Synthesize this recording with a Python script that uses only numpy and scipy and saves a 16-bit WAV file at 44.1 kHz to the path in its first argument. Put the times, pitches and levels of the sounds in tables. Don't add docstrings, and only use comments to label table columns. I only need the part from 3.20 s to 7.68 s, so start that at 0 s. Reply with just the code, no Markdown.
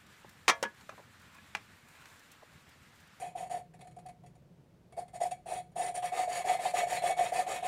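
import sys
import numpy as np
from scipy import signal
from scipy.fft import rfft, irfft
from scipy.io import wavfile
from scipy.ndimage import uniform_filter1d

SR = 44100
rng = np.random.default_rng(int(sys.argv[2]) if len(sys.argv) > 2 else 0)


def bounce(signal):
    frames = np.transpose(np.atleast_2d(signal))
    limited = np.clip(frames, -1, 1)
    pcm = np.round(limited * 32767).astype(np.int16)
    wavfile.write(sys.argv[1], SR, pcm)


def voltage_ratio(level):
    return 10 ** (np.asarray(level, float) / 20)


N = 197423
PORT_HZ = 722.0
GRIT_SPLIT_HZ = 4300


def unit(x):
    return x / np.sqrt(np.mean(x ** 2))


def ring(x, hz, width_hz):
    return signal.lfilter(*signal.iirpeak(hz, hz / width_hz, fs=SR), x)


def colour(x, table):
    hz, db = np.transpose(table)
    f = np.fft.rfftfreq(len(x), 1 / SR) + 1
    gain = voltage_ratio(np.interp(np.log(f), np.log(hz), db))
    return irfft(rfft(x) * gain, len(x))


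def follow(table):
    return voltage_ratio(np.interp(np.arange(N) / SR, *np.transpose(table)))


def walk(rate):
    hold = int(SR / rate)
    levels = np.repeat(rng.standard_normal(N // hold + 1), hold)
    slewed = uniform_filter1d(uniform_filter1d(levels, hold), hold)
    return unit(slewed[:N])


def grit(spread_db, patchy_db, patch_rate):
    sizes = np.minimum(rng.exponential(size=N), 6)
    grains = rng.standard_normal(N) * voltage_ratio(spread_db * sizes)
    return unit(grains * voltage_ratio(patchy_db * walk(patch_rate)))


# (start [s], length [s], fine grit peak [dB], place of the peak [0-1],
# port drive over fine grit [dB])
TURNING_STROKES = [(-.03, 0.17, -54, 0, 24), (.148, 0.15, -57, 0.32, 25.5), (0.294, 0.13, -53.5, 0.21, 24),
                   (1.764, 0.075, -57, .28, 26), (1.93, 0.058, -59, 0.49, 20), (2.0, .1, -50, 0.24, 22),
                   (2.107, 0.032, -50.5, 0.25, 7), (2.256, 0.17, -52.5, 0.44, 24.5),
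                   (2.554, 0.18, -47.5, 0.38, 23), (2.739, 0.075, -49, .3, 18),
                   (2.82, 0.093, -46, .25, 10.5), (2.915, .16, -45.5, 0.5, 21.5),
                   (3.073, 0.17, -44.5, 0.54, 15.5), (3.24, .15, -43, 0.4, 19.5),
                   (3.384, 0.15, -45.5, 0.52, 18), (3.533, .13, -42, 0.38, 20.5),
                   (3.663, 0.15, -43.5, 0.54, 16), (3.814, 0.13, -43, 0.46, 21),
                   (3.964, 0.16, -44.5, 0.31, 20.5), (4.117, 0.13, -42.5, 0.48, 18),
                   (4.259, 0.17, -46, 0.35, 21), (4.422, .14, -44, 0.54, 20.5)]
# (time [s], peak level [dB], port drive over it [dB])
SEAT_TICKS = [(0.537, -61, 22), (0.591, -65.5, 23), (0.608, -57, 15), (0.644, -69, 23), (0.671, -64, 16),
              (0.711, -68.5, 5), (0.764, -65.5, 31), (0.787, -63, 28), (0.861, -60, 24), (0.886, -58.5, 22),
              (1.036, -71.5, 34.5), (1.062, -64, 16), (1.152, -72, 28.5), (1.7231, -63.5, 30.5),
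              (1.88, -62.5, 21.5), (2.5163, -75, 27)]
# (time [s], coarse over fine grit [dB])
PALM_PRESSURE = [
    (0, -3),
    (.45, -2),
    (1.7, -6.5),
    (2.4, -3),
    (2.7, -2.5),
    (3.1, -1.5),
    (3.6, -0.5),
    (4.476, -0.5),
]
SPEED_UP_POWER = [0.64, 0.35, 0.67]
SLOW_DOWN_POWER = [1.44, 1, 1.45]


def effort():
    tick_fade_s, tick_coarse_db = 0.0093, 1.6
    drag_db, drag_s = -24, 0.051
    t, force = np.arange(N) / SR, np.zeros((3, N))
    up, down = np.array(SPEED_UP_POWER)[:, None], np.array(SLOW_DOWN_POWER)[:, None]
    for start, length, db, top, port_db in TURNING_STROKES:
        cut = slice(max(int(start * SR), 0), int((start + length) * SR) + 8000)
        age = (t[cut] - start) / length
        rise = np.clip(age / top, 0, 1)
        fall = np.clip((1 - age) / (1 - top), 0, 1)
        speed = np.sin(np.pi / 2 * rise) ** up * np.sin(np.pi / 2 * fall) ** down
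        overrun = np.clip(age - 1, 0, None) * length
        speed[2] += voltage_ratio(drag_db) * rise * np.exp(-overrun / drag_s)
        force[:, cut] += voltage_ratio(db + np.array([[0], [port_db], [0]])) * speed
    for start, db, port_db in SEAT_TICKS:
        fade = np.exp(-np.clip(t - start, 0, 1) / tick_fade_s) * (t >= start)
        force += voltage_ratio(db + np.array([[0], [port_db], [tick_coarse_db]])) * fade
    force[2] *= follow(PALM_PRESSURE)
    return uniform_filter1d(force, size=64, axis=1)


CASTING_MODE_HZ = [915, 1034, 1216, 1795, 1993, 2067, 2197, 2237, 2333, 2511, 2672, 3100, 3350, 3720, 4082,
                   4258, 4403, 4570, 5150, 5710, 6330, 6880, 7312, 7580, 8080, 8600, 9350, 9610, 10220,
                   11000]
# (width [Hz], level [dB])
CASTING_MODE_RING = [(53, 15), (37.4, 15), (77.5, 12), (29.4, 15.5), (23.5, 17.5), (16.8, 19), (48.3, 14),
                     (12, 22.5), (15.1, 15), (32.407, 17.5), (49.4, 15), (116, 8.5), (30.4, 16.5),
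                     (45, 12.5), (27, 13), (12.7, 12.5), (16.9, 8), (120, 8.5), (48, 4), (99, 4.5),
                     (50, 3.5), (188, 12.5), (20.37, 11), (64, 8.5), (86, 8.5), (203, 8.5), (180, 1),
                     (63, -23), (54, 2), (330, -1)]


def casting_modes(low, high):
    out = np.zeros(N)
    sign = 1
    for hz, (width_hz, db) in zip(CASTING_MODE_HZ, CASTING_MODE_RING):
        feed = low if hz < GRIT_SPLIT_HZ else high
        out += sign * ring(feed * voltage_ratio(db + 2.6 * walk(9)), hz, width_hz)
        sign = -sign
    return out


# (time [s], level [dB])
HEAD_FREEDOM = [
    (0, -2.5),
    (.5, 0.5),
    (1.7, -0.5),
    (2.1, 2.5),
    (2.4, 5.5),
    (2.75, 4.5),
    (2.95, -6.5),
    (3.6, -6),
    (4.476, -11),
]
HEAD_MODE_HZ = [7010, 9420]
# (width [Hz], level [dB])
HEAD_MODE_RING = [(160, 5.8), (200, 12.3)]


def valve_head(high):
    sung = high * follow(HEAD_FREEDOM)
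    modes = zip(HEAD_MODE_HZ, HEAD_MODE_RING)
    return sum(voltage_ratio(db) * ring(sung, hz, width_hz) for hz, (width_hz, db) in modes)


# (frequency [Hz], level [dB])
RASP_COLOUR = [(300, -1.5), (600, 23), (1100, 1), (1430, 1), (1700, 13), (2200, 10.5), (2900, 4),
               (4000, -4.5), (5500, -2), (7200, 0), (9000, 3), (10000, 1), (12000, -5.5), (15600, -14.5)]


def rasp(fine, coarse):
    direct_db, inner_db, inner_t60_s = -4.5, -3.0, 0.089
    split = signal.butter(2, GRIT_SPLIT_HZ, fs=SR, output="sos")

    def crushed(grains):
        lows = signal.sosfilt(split, (coarse - fine) * grains)
        return colour(lows + fine * grains, RASP_COLOUR)

    direct = crushed(grit(2.83, 2.2, 120))
    inner = crushed(grit(2.4, 1.44, 100))
    rung = signal.fftconvolve(inner, tail(inner_t60_s, 0))[:N]
    return voltage_ratio(direct_db) * direct + voltage_ratio(inner_db) * rung


# (time of peak [s], peak level [dB], pitch [Hz], fade [s])
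TRIAL_SHUDDERS = [(.0325, -35.5, 708.5, .008), (.042, -39.5, 723.7, 0.022), (.0852, -48, 705, 0.012),
                  (.1606, -32, 685, 0.01), (.1917, -37, 726.3, 0.006), (.2145, -34, 713, .008),
                  (.2533, -47, 739, 0.0051), (.3205, -30.5, 706, 0.0065), (.3346, -36.5, 706, 0.0072),
                  (.348, -32.5, 714, .011), (.3805, -41, 692, .01), (.63, -48.5, 735, .014),
                  (.659, -48, 700, 0.01), (.6733, -49, 723, .008), (.685, -51.5, 722, 0.022),
                  (.7896, -53, 704, 0.0046), (.8637, -43, 733, .02), (.8956, -44, 718, 0.023),
                  (1.7832, -30, 722, 0.0067), (1.7942, -28, 718.8, 0.006), (1.9642, -35.5, 714.7, 0.0087),
                  (2.0212, -22.5, 713.4, .006), (2.0411, -27.5, 703, .004), (2.0611, -27.5, 714, 0.014),
                  (2.1246, -29, 733.8, .011), (2.315, -32, 709.4, 0.0076), (2.3242, -27.5, 696.3, .006),
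                  (2.3466, -32, 720, .005), (2.391, -40, 711.3, 0.0039), (2.4024, -40.5, 722, .01)]
# (time of peak [s], peak level [dB], pitch [Hz], fade [s])
LAPPING_SHUDDERS = [(2.6037, -27, 721, .009), (2.6189, -29, 706, .015), (2.698, -31, 704, .014),
                    (2.7804, -31, 719, 0.022), (2.8472, -27, 716, .015), (2.999, -24.5, 732, 0.011),
                    (3.0363, -25, 726, .013), (3.1022, -28.5, 713, .016), (3.185, -28, 710, 0.024),
                    (3.2786, -23, 732, 0.0054), (3.3017, -23.5, 727, .0065), (3.3177, -20.5, 722, 0.0098),
                    (3.3558, -23, 730, .012), (3.4613, -22.5, 727, 0.015), (3.0835, -26.5, 691, 0.0052),
                    (3.5899, -26.5, 720, 0.014), (3.624, -26, 720, 0.0039), (3.6407, -22.5, 710, 0.011),
                    (3.7303, -24.5, 711, 0.01), (3.3984, -28.5, 715.6, .007), (3.8441, -24, 711.3, .02),
                    (3.5455, -24, 722, 0.012), (3.9097, -20.5, 730, 0.0039), (4.014, -19, 714, 0.018),
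                    (4.1291, -24.5, 719.7, .005), (4.048, -28.5, 724, .0075), (4.1634, -26.5, 715, 0.0043),
                    (4.1951, -20.5, 730, 0.018), (4.323, -30, 735, .013), (3.999, -22.5, 710.4, 0.022)]


def snags():
    rise_s = 0.01037
    break_s, break_db, break_fade_s = 0.01278, 14, 0.0066
    slip_turns = 0.1972
    t, swell = np.arange(N) / SR, np.zeros(N)
    breaks = [(start + break_s, db + break_db, PORT_HZ, break_fade_s)
              for start, _, db, _, _ in TURNING_STROKES[1:]]
    rows = sorted(list(TRIAL_SHUDDERS) + list(LAPPING_SHUDDERS) + breaks)
    for peak, db, _, fade in rows:
        cut = slice(max(int((peak - rise_s) * SR), 0), int(peak * SR) + 4000)
        age = t[cut] - peak
        pump = np.abs(np.cos(np.pi / 2 * np.clip(age / rise_s, -1, 0))) ** 0.88
        decay = np.exp(-np.clip(age, 0, 1) / max(fade, 0.002))
        bump = np.where(age < 0, pump, decay)
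        swell[cut] = np.maximum(swell[cut], voltage_ratio(db) * bump)
    peaks, _, hz, _ = np.transpose(rows)
    latest = np.clip(np.searchsorted(peaks - rise_s / 2, t) - 1, 0, None)
    slip = np.cumsum(slip_turns * rng.standard_normal(len(peaks)))
    turns = uniform_filter1d(np.cumsum(hz[latest]) / SR + slip[latest], size=120)
    return uniform_filter1d(swell, size=60) * np.sin(2 * np.pi * turns)


def hollow_port(drive):
    narrow = ring(drive, PORT_HZ, 27.5)
    return voltage_ratio(16.5) * ring(narrow, PORT_HZ, 246.0)


def bench(drive):
    hz, width_hz = 467, 230.0
    return voltage_ratio(-4) * ring(ring(drive, hz, width_hz), hz, width_hz)


def valve():
    fine, port, coarse = effort()
    high = fine * grit(1.5, 2.7, 150)
    low = coarse * grit(2.13, 3.0, 90)
    drive = port * grit(1.45, 0.84, 60)
    metal = casting_modes(low, high) + valve_head(high) + rasp(fine, coarse)
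    return metal + hollow_port(drive) + bench(drive) + snags()


def tail(t60, gap):
    age = np.arange(SR // 2) / SR
    shape = rng.standard_normal(len(age)) * np.exp(-np.log(1000) * age / t60) * (age >= gap)
    return shape / np.sqrt(np.sum(shape ** 2))


# (frequency [Hz], level per Hz [dB])
SHOP_AIR = [(15, -32), (25, -32), (37, -18.5), (70, -12), (91, -17.5), (129, -5.5), (297, -23.5),
            (323, -18.5), (400, -20.5), (538, -22), (921, -32), (999, -34), (15600, -55)]


def shop():
    air = colour(rng.standard_normal(N), SHOP_AIR)
    hum = ring(air, 150, 70.0)
    waver = voltage_ratio(1.7 * walk(6.0)) - 1
    motor = voltage_ratio(2.5) * ring(air, 171.8, 22.0)
    return voltage_ratio(-59.5) * unit(air + motor + hum * waver)


def scene():
    room_t60_s, room_db = 0.22, -13
    near = valve()
    wet = signal.fftconvolve(near, tail(room_t60_s, 0.006))[:N]
    return (near + voltage_ratio(room_db) * wet + shop())[None]


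def roll_off(x):
    return signal.sosfilt(signal.butter(12, 15710, fs=SR, output="sos"), x)


def record(dry):
    return roll_off(dry)


dry = scene()
out = record(dry)
bounce(out)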